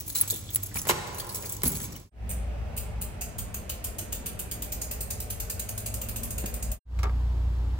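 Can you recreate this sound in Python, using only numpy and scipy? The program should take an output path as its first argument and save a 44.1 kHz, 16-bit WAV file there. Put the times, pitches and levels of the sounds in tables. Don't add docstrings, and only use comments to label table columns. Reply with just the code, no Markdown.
import sys
import numpy as np
from scipy import signal
from scipy.fft import rfft, irfft, next_fast_len
from scipy.io import wavfile
from scipy.ndimage import uniform_filter1d, map_coordinates

SR = 44100
rng = np.random.default_rng(int(sys.argv[2]) if len(sys.argv) > 2 else 0)


def waveform_to_disk(signal):
    frames = np.transpose(np.atleast_2d(signal))
    scaled = np.clip(frames, -1, 1) * 32767
    samples = np.round(scaled).astype(np.int16)
    wavfile.write(sys.argv[1], SR, samples)


N = 343538
TIME = np.arange(N) / SR
EDGE_HZ = 16100

# (fade-in start [s], fade-in end [s], fade-out start [s], fade-out end [s])
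LOBBY_TIMES = (2.11, 2.3, 6.72, 6.795)
# (frequency [Hz], coherence [0-1])
LIKENESS = [(30, 0.012), (70, 1), (130, 0.88), (260, 0.76), (520, 0.13), (1000, 0.16), (16000, 0.18)]
# (frequency [Hz], relative level [dB])
KEY_METAL = [(500, -13.5), (1500, -14.5), (2600, -10.5), (4500, -3.5), (6500, -1.5), (8200, 0.5),
             (9400, -3), (10800, 3.5), (12500, -1), (14000, 3), (15500, 3.5), (16500, 5.5)]


def amp(db):
    return 10 ** (np.asarray(db) / 20)


def unit(x):
    return x / np.sqrt(np.mean(x ** 2) + 1e-20)


def read(points, hz):
    f, value = np.transpose(points)
    return np.interp(np.log(hz + 1), np.log(f + 1), value)


def add(mix, s, sound):
    part = mix[:, max(0, round(s * SR)):][:, :sound.shape[1]]
    part += sound[:, :part.shape[1]]


def dying(t, t60):
    return np.exp(-np.log(1000) * t / t60)


def peak_unit(x, size=176):
    return x / np.sqrt(uniform_filter1d((x ** 2).mean(0), size).max() + 1e-20)


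def colour(x, gain_db, size=2048):
    hz = abs(np.fft.fftfreq(size, 1 / SR))
    log_gain = np.log(amp(np.maximum(gain_db(hz), -100)))
    taps = np.fft.ifft(np.exp(np.conj(signal.hilbert(log_gain)))).real
    return signal.oaconvolve(x, taps[None], axes=1)[:, :x.shape[1]]


def spotty(hz, spot_db):
    return np.interp(hz, np.linspace(0, SR / 2, len(spot_db)), spot_db)


def pair(n):
    a, b = rfft(rng.standard_normal((2, n)))
    same = np.clip(read(LIKENESS, np.fft.rfftfreq(n, 1 / SR)), -1, 1)
    return irfft(np.array([a, same * a + np.sqrt(1 - same ** 2) * b]), n)


def wash(spectrum):
    n = next_fast_len(N, True)
    gain = amp(read(spectrum, np.fft.rfftfreq(n, 1 / SR)))
    return unit(irfft(rfft(pair(n)) * gain, n)[:, :N])


def drift(count):
    curve = signal.resample(rng.standard_normal(count), count * 8)
    return unit(np.interp(TIME, np.linspace(0, TIME[-1], count * 8), curve))


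def room(x, t60s, build_s, size=44100, ripple_db=0, count=700):
    favoured = rng.standard_normal(count).clip(-2, 2)
    favoured = np.interp(np.linspace(0, count - 1, size // 2 + 1), np.arange(count), favoured)
    noise = irfft(rfft(pair(size)) * amp(ripple_db * favoured), size)
    hz, t, z = signal.stft(noise, SR, nperseg=256)
    tail = signal.istft(z * amp(-60 * t / read(t60s, hz)[:, None]), SR, nperseg=256)[1]
    tail = tail * (1 - np.exp(-np.arange(tail.shape[1]) / SR / build_s))
    return signal.fftconvolve(x, tail / np.linalg.norm(tail[0]), axes=1)[:, :N]


def roaming(x, depth_db, width_hz, last_s):
    even_out_hz = 2300
    hz, t, z = signal.stft(x, SR, nperseg=4096)
    place = np.meshgrid(hz / width_hz, t / last_s, indexing="ij")
    patches = map_coordinates(rng.standard_normal(size=(256, 128)), place, order=1, mode="wrap")
    gain = amp(depth_db * unit(patches) / (1 + hz[:, None] / even_out_hz))
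    return unit(signal.istft(z * gain, SR, nperseg=4096)[1][:, :N])


def knocks(rows, spectrum, modes, ring_db, crack_db=-10, crack_t60=.005, detune=0, grainy=0):
    out, t = np.zeros((2, N)), np.arange(SR * 2 // 3) / SR
    contact_samples = 32
    mode_hz, mode_db, mode_t60 = np.transpose(modes)
    decays = amp(-60 * t / mode_t60[:, None])
    for s, db, t60, tilt_db in rows:
        def tilt(hz):
            return tilt_db * np.log2(np.maximum(hz, 130) / 1000)

        grains = np.repeat(rng.standard_normal(len(t)), contact_samples)[:len(t)]
        contacts = np.exp(grainy * grains.clip(-2, 2))
        force = contacts * dying(t, t60) + amp(crack_db) * dying(t, crack_t60)
        blow = peak_unit(colour(pair(len(t)) * force, lambda hz: read(spectrum, hz) + tilt(hz)))

        tuned_hz = mode_hz * (1 + detune * rng.standard_normal(len(modes)))
        swings = decays * np.exp(2j * np.pi * tuned_hz[:, None] * t)
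        phase = rng.random(len(modes)) + rng.random((2, len(modes))) * (1 - read(LIKENESS, mode_hz)) / 2
        strengths = amp(mode_db + tilt(mode_hz)) * np.exp(2j * np.pi * phase)
        ring = peak_unit((strengths @ swings).imag)
        add(out, s, amp(db) * (blow + amp(ring_db) * ring))
    return out


def standing_wave():
    # (time [s], level [dB])
    swing = [(2.3, 2), (2.85, -2.5), (3.15, -12.5), (3.8, -23.5), (5.7, -15), (6.2, -10), (6.7, -0.5)]
    return np.interp(TIME, *np.transpose(swing))


def ventilation_rumble():
    # (frequency [Hz], relative level [dB])
    bass = [(13, -46), (22, -33), (40, -0.5), (60, 0.5), (114, -6.5), (125, -12.5), (136, -44),
            (161, -11.5), (194, -17), (217, -22.5), (233, -13.5), (250, -34), (320, -54), (550, -120)]
    level = amp(-37 + 0.19 * standing_wave())
    return level * roaming(wash(bass), depth_db=1.5, width_hz=21.84, last_s=.13)


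def ventilation_rush():
    # (frequency [Hz], relative level [dB])
    air = [(130, -0.5), (220, -1), (330, -3.5), (430, -2), (620, 0), (950, -10), (1400, -12.5), (2600, -14),
           (3600, -23), (6000, -27), (10000, -33), (16000, -35.5)]
    return amp(-45) * roaming(wash(air), depth_db=3, width_hz=45, last_s=.25)


def hum(waver=0.28, wander=0.11):
    # (frequency [Hz], level before the swing [dB], share of the standing-wave swing [0-1])
    tones = [(59.3, -36, 0.58), (107.6, -46.5, 0.2), (211.7, -58, 0.03), (229, -59.5, 0.21),
             (425, -63.5, 0), (607, -67, 0), (614, -62.5, 0.05)]
    place_db, out = standing_wave(), 0
    for hz, db, share in tones:
        level = np.sqrt(2) * amp(db + share * place_db) * (1 + waver * drift(count=30))
        out = out + level * np.sin(2 * np.pi * (hz * TIME + wander * drift(count=40)))
    return out


def road_noise():
    # (frequency [Hz], relative level [dB])
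    road = [(70, -18.5), (140, -7.5), (210, -8), (330, -14), (470, -17), (620, -19.5), (920, -16.5),
            (1400, -25.5), (2000, -29.5), (4000, -33), (8000, -44), (12000, -46), (16000, -68.5)]
    return amp(-46) * wash(road)


def engine(uneven=0.11, jitter_turns=0.005):
    # (time [s], crankshaft frequency [Hz], level [dB])
    running = [(7.0, 29.8, -25.5), (7.058, 29.77, -25), (7.7, 29.53, -27), (7.78, 31.6, -30)]
    orders_db = [-20, 2, -10.5, -17, -23.5]
    # (frequency [Hz], relative level [dB])
    exhaust = [(20, -13), (35, 1), (80, 10), (115, 3), (170, -11.5), (300, -42.5)]
    s, hz, db = np.transpose(running)
    turns = np.cumsum(np.interp(TIME, s, hz)) / SR + jitter_turns * drift(count=300)
    tone = sum(amp(order_db) * np.sin(2 * np.pi * (k * turns + rng.random()))
               for k, order_db in enumerate(orders_db, 1))
    firing = amp(np.interp(TIME, s, db)) * unit(tone) * (1 + uneven * drift(count=400))
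    return firing + amp(-41) * wash(exhaust)


def rack_knocks():
    # (time [s], level of the blow [dB], t60 [s], treble tilt [dB per octave])
    blows = [(6.99, -41.5, 0.1, 6), (7.032, -31.5, 0.05, 6), (7.039, -31.5, 0.038, 1),
             (7.045, -36, 0.11, -1.5), (7.055, -35, .06, -3), (7.069, -38, .05, -4.5),
             (7.081, -44, 0.042, -3.5), (7.095, -42.5, .03, -1.5)]
    # (frequency [Hz], relative level [dB])
    body = [(100, -46), (200, -9), (520, -4), (750, 0.5), (930, 1), (1180, 3), (1420, -2.5), (1650, -4.5),
            (1950, -9), (2400, -7.5), (3000, -15), (4500, -17), (9000, -31), (15000, -37.5)]
    # (frequency [Hz], relative level [dB], t60 [s])
    modes = [(420, -4.5, 0.1), (767, -5.5, .11), (1150, 1.5, 0.11), (1200, -2, 0.13), (1307, -3, .1),
             (1620, -7, 0.11), (2200, -2, 0.044), (2480, -3.5, .03)]
    return knocks(blows, body, modes, ring_db=-3.5, crack_db=-3, detune=0.014, grainy=.2)


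def street():
    return engine() + road_noise() + rack_knocks()


def bumps():
    # (time [s], level of the blow [dB], t60 [s], treble tilt [dB per octave])
    blows = [(6.44, -30.5, 0.066, 0)]
    # (frequency [Hz], relative level [dB])
    frame = [(100, -8), (200, -4), (360, -10), (500, -19), (2000, -29.5), (12000, -58)]
    # (frequency [Hz], relative level [dB], t60 [s])
    modes = [(226, -4, .07), (327, 5, 0.064)]
    return knocks(blows, frame, modes, ring_db=-8.0)


def teeth():
    # (time [s], speed [teeth per s])
    wheel_speed = [(2.293, 1.365), (2.559, 2.045), (3.004, 4.711), (3.462, 6.357), (4.373, 7.628),
                   (4.74, 10.63), (5.246, 10.051), (5.617, 10.417), (6.064, 13.919), (6.319, 13.562),
                   (6.72, 10.712)]
    s, speed = np.transpose(wheel_speed)
    t = np.arange(s[0], LOBBY_TIMES[-1], 1 / SR)
    passed = np.cumsum(np.interp(t, s, speed)) / SR
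    starts = np.interp(np.arange(int(passed[-1]) + 1), passed, t)
    level_db = -29 - 2.86 * np.maximum(starts - 5.3, 0)
    return zip(starts, level_db, np.gradient(starts))


def freewheel(stagger=.022, slack=.3, patchy_db=2.0, broad_db=1.4, spiky=1.0, count=50):
    # (frequency [Hz], relative level [dB])
    hub_metal = [(1000, -15), (2000, -16.5), (2650, -5.5), (3300, -12.5), (4200, -11), (4950, -6.5),
                 (5400, -10.5), (6000, -8.5), (6650, 0), (7600, -2), (8650, 3.5), (9800, -2.5), (11200, -5),
                 (14200, 4), (15500, -0.5), (16300, -11.5)]
    # (frequency [Hz], t60 [s])
    echo_t60 = [(1000, 0.35), (4000, 0.43), (8000, 0.36), (12000, 0.29), (16000, 0.16)]
    # (time [s], level [dB])
    facing = [(2.3, -0.5), (3.2, -3), (3.7, 0), (4.5, -1.5), (5.0, -2.5), (6.7, 3.5)]
    # (time [s], level [dB])
    rim_lift = [(2.3, 3.5), (3.2, 8), (4.6, 4), (4.8, -3.5), (6.7, 0)]
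    pawls_db = [-4.5, -1, -0.5]
    rim_middle_hz, rim_width_hz, rim_wander = 3130, 470, .075
    dulling_db_per_s = 0.65
    out, t = np.zeros((2, N)), np.arange(SR // 6) / SR
    for s, db, period in teeth():
        facing_db = np.interp(s, *np.transpose(facing))
        near_echo = amp(-11 - facing_db) * dying(t, 0.15)
        scatter = (dying(t, 0.0038) + near_echo) * (1 - dying(t, 0.0037))
        broad = signal.resample(rng.standard_normal(count // 5), count)
        tooth_db = patchy_db * rng.standard_normal(count) + broad_db * broad
        rim_db = np.interp(s, *np.transpose(rim_lift))
        rim_hz = rim_middle_hz * np.exp(rim_wander * rng.standard_normal())

        def hub(hz):
            dulling = dulling_db_per_s * (s - LOBBY_TIMES[1]) * (hz / EDGE_HZ) ** 2
            rim = rim_db / (1 + (2 * (hz - rim_hz) / rim_width_hz) ** 2)
            return read(hub_metal, hz) - dulling + rim + spotty(hz, tooth_db)

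        tick = np.zeros((2, SR // 5))
        for pawl, pawl_db in enumerate(pawls_db):
            spikes = np.exp(spiky * dying(t, 0.15) * rng.standard_normal(len(t)))
            paths = rng.standard_normal((2, len(t))) * spikes
            delay = stagger * period * max(pawl + slack * rng.uniform(-1, 1), 0)
            level = amp(db + 0.45 * facing_db + pawl_db + rng.uniform(-0.14, 0.15))
            add(tick, delay, level * peak_unit(colour(paths * scatter, hub)))
        add(out, s, tick)
        add(out, s + 0.022, amp(-12.5) * tick[::-1])
        add(out, s, amp(-4.5) * room(tick, echo_t60, build_s=0.0028, size=22050))
    return out


def lobby():
    return ventilation_rumble() + hum() + ventilation_rush() + bumps() + freewheel()


def corridor_air():
    # (frequency [Hz], relative level [dB])
    air = [(15, -53), (25, -35.5), (38, -4.5), (70, -9.5), (101, 1), (130, -14.5), (206, -13.5),
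           (253, -22.5), (284, -17), (374, -23), (1700, -37.5), (2340, -34.5), (6000, -33.5), (7800, -37.5),
           (13200, -120)]
    return amp(-42.5) * wash(air)


def brushes():
    # (time [s], level of the blow [dB], t60 [s], treble tilt [dB per octave])
    touches = [(.327, -39, 0.086, -2.5), (.344, -44, 0.035, -1.5), (1.432, -40.5, 0.12, 5.5)]
    # (frequency [Hz], relative level [dB])
    knuckle = [(120, -20), (270, -3), (450, -2.5), (620, -19.5), (1500, -31), (8000, -52.5)]
    # (frequency [Hz], relative level [dB], t60 [s])
    modes = [(334, 0, 0.051)]
    return knocks(touches, knuckle, modes, ring_db=-22.5)


def thuds():
    # (time [s], level of the blow [dB], t60 [s], treble tilt [dB per octave],
    #         starting boom frequency [Hz], boom level [dB])
    door_bumps = [(.757, -36, 0.093, 2, 163, -45), (1.634, -32.5, 0.068, 3, 420, -41.5),
                  (1.642, -35, 0.14, -1, 146, -33.5), (1.657, -30, 0.11, 0.5, 260, -35),
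                  (1.686, -37, 0.42, -6.5, 105, -36), (1.702, -37, 0.12, -5, 190, -37),
                  (1.728, -42, 0.063, 2.5, 415, -46), (1.762, -41.5, 0.45, -9, 100, -35),
                  (1.834, -41.5, .15, -12, 170, -45)]
    # (frequency [Hz], relative level [dB])
    panel = [(35, -6), (60, 12), (130, -2), (200, 1.5), (380, -10), (480, -12), (1000, -19.5),
             (3000, -29.5), (12000, -58.5)]
    # (frequency [Hz], relative level [dB], t60 [s])
    modes = [(145.5, 15, 0.58), (207.6, 0.5, 0.5), (297, -15, 0.11), (373, -9.5, 0.11)]
    sag, sag_s, rise_s, boom_t60 = 0.3, .05, 0.0041, 0.065
    out = knocks([row[:4] for row in door_bumps], panel, modes, ring_db=-10.5)
    t = np.arange(SR // 4) / SR
    for s, *_, hz, db in door_bumps:
        turns = np.cumsum(hz * (1 - sag * (1 - np.exp(-t / sag_s)))) / SR
        boom = np.sin(2 * np.pi * turns) * (1 - np.exp(-t / rise_s)) * dying(t, boom_t60)
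        add(out, s, amp(db) * peak_unit(boom[None]))
    return out


def lock_knocks():
    # (time [s], level of the blow [dB], t60 [s], treble tilt [dB per octave])
    blows = [(.151, -42, 0.63, 2), (.228, -40.5, 0.13, 0), (.560, -31, 0.054, 5),
             (.725, -47.5, 0.072, -5.5), (.751, -42, .03, 4), (.758, -37.5, 0.13, -1.5),
             (.7925, -38.5, 0.021, 5), (.7965, -34.5, .012, 7.5), (.853, -37.5, 0.31, -1.5),
             (.8705, -29, 0.096, -4), (.888, -28, 0.052, 5), (.8945, -17, 0.049, -3),
             (.899, -18.5, 0.016, 1), (.902, -23.5, 0.1, -2.5), (.909, -23, 0.06, 1),
             (.922, -33, 0.056, -6.5), (1.619, -36, .02, 4), (1.635, -29, 0.08, 2.5), (1.657, -37, 0.1, 2),
             (1.68, -40, .06, 5)]
    # (frequency [Hz], relative level [dB])
    door = [(60, -25), (150, -5.5), (230, -7), (380, -2.5), (520, -4), (720, -3), (1050, 4), (1500, -1.5),
            (2200, 0), (3200, -4.5), (5500, -7), (8000, -10.5), (12000, -15.5), (16000, -24.5)]
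    # (frequency [Hz], relative level [dB], t60 [s])
    modes = [(149.5, -2.5, 1), (356.5, 7, .2), (600, -6.5, 0.31), (804, -14.5, 0.47), (880, -11, .6),
             (995, -15.5, 0.36), (1126, -10.5, 0.26), (1280, -7.5, 0.65), (1400, -8, 0.22),
             (1484, -10.5, 0.3), (1920, -8.5, 0.23), (2140, -3.5, .25)]
    return knocks(blows, door, modes, ring_db=-18.5, crack_db=-2.5, grainy=.3)


def slides(width_hz=260, slips_per_s=550):
    # (start [s], end [s], level before its soft ends [dB], squeak frequency [Hz])
    strokes = [(0.151, 0.224, -45, 4210), (0.294, 0.401, -47.5, 3570), (0.459, 0.526, -49.5, 3470),
               (0.709, 0.74, -55, 1850), (0.751, 0.778, -40, 2363), (1.436, 1.465, -49.5, 2300),
               (1.95, 1.974, -52, 2980)]
    out = np.zeros((2, N))
    for start, end, db, centre in strokes:
        t = np.arange(max(round((end - start) * SR), 500)) / SR
        slips = rng.exponential(1, len(t)) * (rng.random(len(t)) < slips_per_s / SR)
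        slips = signal.oaconvolve(slips, dying(t, 0.025))[:len(t)]

        def squeak(hz):
            return -10 * np.log10(1 + (2 * (hz - centre) / width_hz) ** 2)

        rub = colour(slips * rng.standard_normal((2, len(t))), squeak)
        add(out, start, amp(db) * unit(rub) * signal.windows.tukey(len(t), .5))
    return out


def catches(count=40, patchy_db=2):
    # (time [s], level [dB], t60 [s])
    snaps = [(0.205, -23, 0.015), (0.2117, -11.5, .04), (.255, -36, .01), (0.548, -17.5, .007),
             (0.5587, -10, 0.008), (.602, -39.5, .015), (.8525, -36.5, .008), (.903, -19.5, .016),
             (1.198, -32, .014), (1.494, -35, .012), (1.634, -18, 0.011), (1.681, -23.5, .012),
             (1.717, -33, 0.015)]
    # (frequency [Hz], relative level [dB])
    blade = [(500, -38.5), (2200, -24), (5000, -24), (8000, -19.5), (9500, -11), (10400, 8.5), (11500, -3),
             (13500, -5), (16000, -3)]
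    out, t = np.zeros((2, N)), np.arange(SR // 10) / SR
    for s, db, t60 in snaps:
        spot_db = patchy_db * rng.standard_normal(count)
        burst = rng.standard_normal((2, len(t))) * dying(t, t60)
        snap = colour(burst, lambda hz: read(blade, hz) + spotty(hz, spot_db))
        add(out, s, amp(db) * peak_unit(snap))
    return out


def key_ring(t, spread_db=5.5, detune=.006, damping=0.25, rattle_hz=12):
    # (frequency [Hz], relative level [dB], t60 [s])
    modes = [(2300, -11, 0.055), (3470, -17, .09), (6100, -16, 0.16), (6580, -9.5, 0.14),
             (7770, -12.5, 0.14), (7720, -10, 0.2), (9560, 1, 0.078), (10370, 1, 0.13), (11000, -7.5, .06),
             (12200, -7, .09), (13600, -3, .12), (14980, 0.5, .1), (15400, 4.5, .1)]
    hz, db, t60 = np.transpose(modes)[:, :, None]
    size, tune, grip = rng.standard_normal((3, len(hz), 1))
    steps = rng.standard_normal((len(hz), len(t)))
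    blur = np.cumsum(steps, 1) * np.sqrt(2 * np.pi * rattle_hz / SR)
    strength = amp(db + spread_db * size - 60 * t / (t60 * np.exp(damping * grip)))
    swing = strength * np.exp(2j * np.pi * hz * (1 + detune * tune) * t + 1j * blur)
    start_phases = np.exp(2j * np.pi * rng.random((2, len(hz))))
    return peak_unit((start_phases @ swing).imag)


def chatter(t, t60, bounces_per_s=1500, low_hz=5500, ping_t60=.028, ping_db=-4, count=20):
    hz, short = rng.uniform(low_hz, EDGE_HZ, (count, 1)), t[:len(t) // 4]
    start_phases = np.exp(2j * np.pi * rng.random((2, count)))
    ping = (start_phases @ np.exp(2j * np.pi * hz * short)).imag * dying(short, ping_t60)
    bounces = rng.exponential(1, len(t)) * (rng.random(len(t)) < bounces_per_s / SR) * dying(t, t60)
    bounces[0] = 1
    grit = signal.oaconvolve(bounces, dying(short, 0.012))[:len(t)] * rng.standard_normal((2, len(t)))
    pings = signal.oaconvolve(bounces[None], ping, axes=1)[:, :len(t)]
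    return peak_unit(peak_unit(grit) + amp(ping_db) * peak_unit(pings))


def agitation():
    # (start [s], length [s], added level [dB])
    shakes = [(0.061, 0.13, -40.5), (0.16, 0.1, -44.5), (0.31, 0.084, -42), (0.522, 0.025, -39.5),
              (0.618, 0.026, -38), (0.752, .02, -42), (0.867, 0.024, -35), (1.16, 0.085, -48),
              (1.308, 0.24, -43), (1.654, 0.052, -32.5), (1.718, 0.14, -39.5)]
    rise_s, settle_t60 = 0.017, 0.07
    moving = amp(-53.5)
    for s, length, db in shakes:
        rise = np.clip((TIME - s) / rise_s, 0, 1)
        moving = moving + amp(db) * rise * dying(np.maximum(TIME - s - length, 0), settle_t60)
    return moving


def jangle(per_s=330, spread_db=3.5, scrape_db=-2.5, ring_db=-2.0, count=10):
    sizes = amp(spread_db * np.minimum(rng.exponential(1, N), 3)) * (rng.random(N) < per_s / SR)
    key, t = rng.integers(0, count, N), np.arange(SR // 5) / SR
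    ring = 0
    for k in range(count):
        hits = (sizes * (key == k))[None]
        ring = ring + signal.oaconvolve(hits, key_ring(t), axes=1)[:, :N]
    grit = signal.oaconvolve(sizes, dying(t, 0.023))[:N] * rng.standard_normal((2, N))
    scrape = colour(grit, lambda hz: read(KEY_METAL, hz))
    return agitation() * (amp(ring_db) * unit(ring) + amp(scrape_db) * unit(scrape))


def clinks(usual_body_db=-15, patchy_db=6.0, firm_db=-20, count=40):
    # (time [s], relative level [dB], middle band against treble [dB])
    contacts = [(0.001, -30, -18.5), (0.0784, -31, -25), (0.098, -29.5, -5), (0.151, -24.5, -4),
                (0.1544, -20, -24.5), (0.1633, -25.5, -29.5), (0.178, -26, -14.5), (0.185, -26.5, -17.5),
                (0.2135, -23.5, -25), (0.2767, -28, -8), (0.301, -19, -16), (0.306, -27.5, -11.5),
                (.317, -28.5, -29), (.338, -30, -26.5), (0.36, -28, -25), (0.503, -34.5, -29.5),
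                (0.533, -32, -27.5), (0.5624, -28, -25.5), (.632, -26.5, -34), (0.66, -32.5, -22.5),
                (.686, -45.5, -26.5), (0.7423, -30.5, -24), (.756, -28, -13), (0.7711, -23, -25.5),
                (0.784, -27, -19.5), (0.817, -27, -19), (0.871, -26, -15), (0.878, -28.5, -22),
                (.89, -18, -7), (1.07, -39.5, -1.5), (1.146, -34.5, -6), (1.1833, -30, -7.5),
                (1.199, -27.5, -4.5), (1.268, -34.5, -14), (1.291, -31.5, -7), (1.3456, -29, -12),
                (1.3544, -29.5, -12.5), (1.422, -34, -12), (1.451, -32, -16), (1.493, -27.5, -20.5),
                (1.522, -26, -25), (1.565, -32, -16), (1.634, -22.5, -24.5), (1.654, -23.5, -14),
                (1.665, -21, -22.5), (1.678, -19.5, -29), (1.718, -28, -8.5), (1.744, -31.5, -5.5),
                (1.8, -35, -2), (1.813, -31.5, -20), (1.922, -37.5, -6.5), (1.957, -38, 1.5)]
    out, t = np.zeros((2, N)), np.arange(SR // 4) / SR
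    for s, db, body_db in contacts:
        body = body_db - usual_body_db
        spot_db = patchy_db * rng.standard_normal(count)
        t60 = 0.061 * 2 ** (body / 43)
        ring_db = -7.5 - 0.88 * max(db - firm_db, 0)
        snap_db = -2 + 0.86 * (db - firm_db)
        snap = amp(snap_db) * peak_unit(rng.standard_normal((2, len(t))) * dying(t, 0.01))

        def metal(hz):
            return read(KEY_METAL, hz) + body / (1 + (hz / 5500) ** 4) + spotty(hz, spot_db)

        strike = peak_unit(colour(snap + chatter(t, t60), metal))
        add(out, s, amp(db) * (strike + amp(ring_db) * key_ring(t)))
    return out


def corridor():
    # (frequency [Hz], t60 [s])
    echo_t60 = [(150, 1.3), (500, 2.87), (1500, 1.8), (4000, 1.3), (8000, 1.17), (15000, 0.29)]
    keys = amp(-1) * clinks() + jangle() + slides()
    lock = lock_knocks()
    leaf = thuds()
    into_room = amp(-14) * keys + amp(-8) * lock + amp(-7) * leaf
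    echo = room(into_room, echo_t60, build_s=0.0012, ripple_db=1.4)
    return corridor_air() + echo + brushes() + leaf + lock + catches() + keys


def fade(times, curve):
    return np.interp(TIME, np.sort(times), [0, 1, 1, 0]) ** curve


def ports(x, table, bass_hz=450):
    n, columns = next_fast_len(N + 2000, True), np.array(table)
    hz = np.fft.rfftfreq(n, 1 / SR)
    treble = hz ** 2 / (hz ** 2 + bass_hz ** 2)
    share, lead, balance_db = (read(columns[:, [0, k]], hz) * treble for k in (1, 2, 3))
    share = np.clip(share, 0, 1)
    left, right = rfft(x, n)
    right = (share * left + np.sqrt(1 - share ** 2) * right) * np.exp(-1j * lead)
    return irfft(np.array([left * amp(balance_db / 2), right * amp(-balance_db / 2)]), n)[:, :N]


def scene():
    # (fade-in start [s], fade-in end [s], fade-out start [s], fade-out end [s])
    corridor_times = (-.02, -.01, 1.95, 2.1)
    street_times = (6.85, 7.0, 7.8, 7.9)
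    # (frequency [Hz], shared share [0-1], left lead [rad], left-right level [dB])
    rear_ports = [(400, 1, -1.5, -1.5), (1090, 0, 0.5, -1.5), (2400, 0.5, -2, 1.5), (4330, 0, -1.5, -2.5),
                  (6000, 0.25, 2, -4.5), (6900, 0.8, 0.5, -1), (8500, 0.7, 0, 1), (7830, 0.97, 0.5, -0.5),
                  (10800, 1, 5, 0), (13000, 0.9, 7.5, -0.5), (14700, 0.96, 11, -0.5), (15900, 1, 6.5, 2)]
    front_ports = [(426, 0, 0.5, 3.5), (2100, 0, 2, -3.5), (4950, 0, -2, 0), (7400, 0.68, -2, -3.5),
                   (9160, 0.93, -1.7, 0), (11900, 0.52, -1.5, -0.5), (14230, 0.89, -1.5, 0.5),
                   (16000, 0.54, 8.5, 0)]
    rear = street() * fade(street_times, curve=1.3) + corridor() * fade(corridor_times, curve=1.04)
    front = lobby() * fade(LOBBY_TIMES, curve=1.21)
    return ports(rear, rear_ports) + ports(front, front_ports)


def record(dry):
    taps = signal.firwin(255, EDGE_HZ, window=("kaiser", 9), fs=SR)
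    return signal.oaconvolve(dry, taps[None], "same")


dry = scene()
out = record(dry)
waveform_to_disk(out)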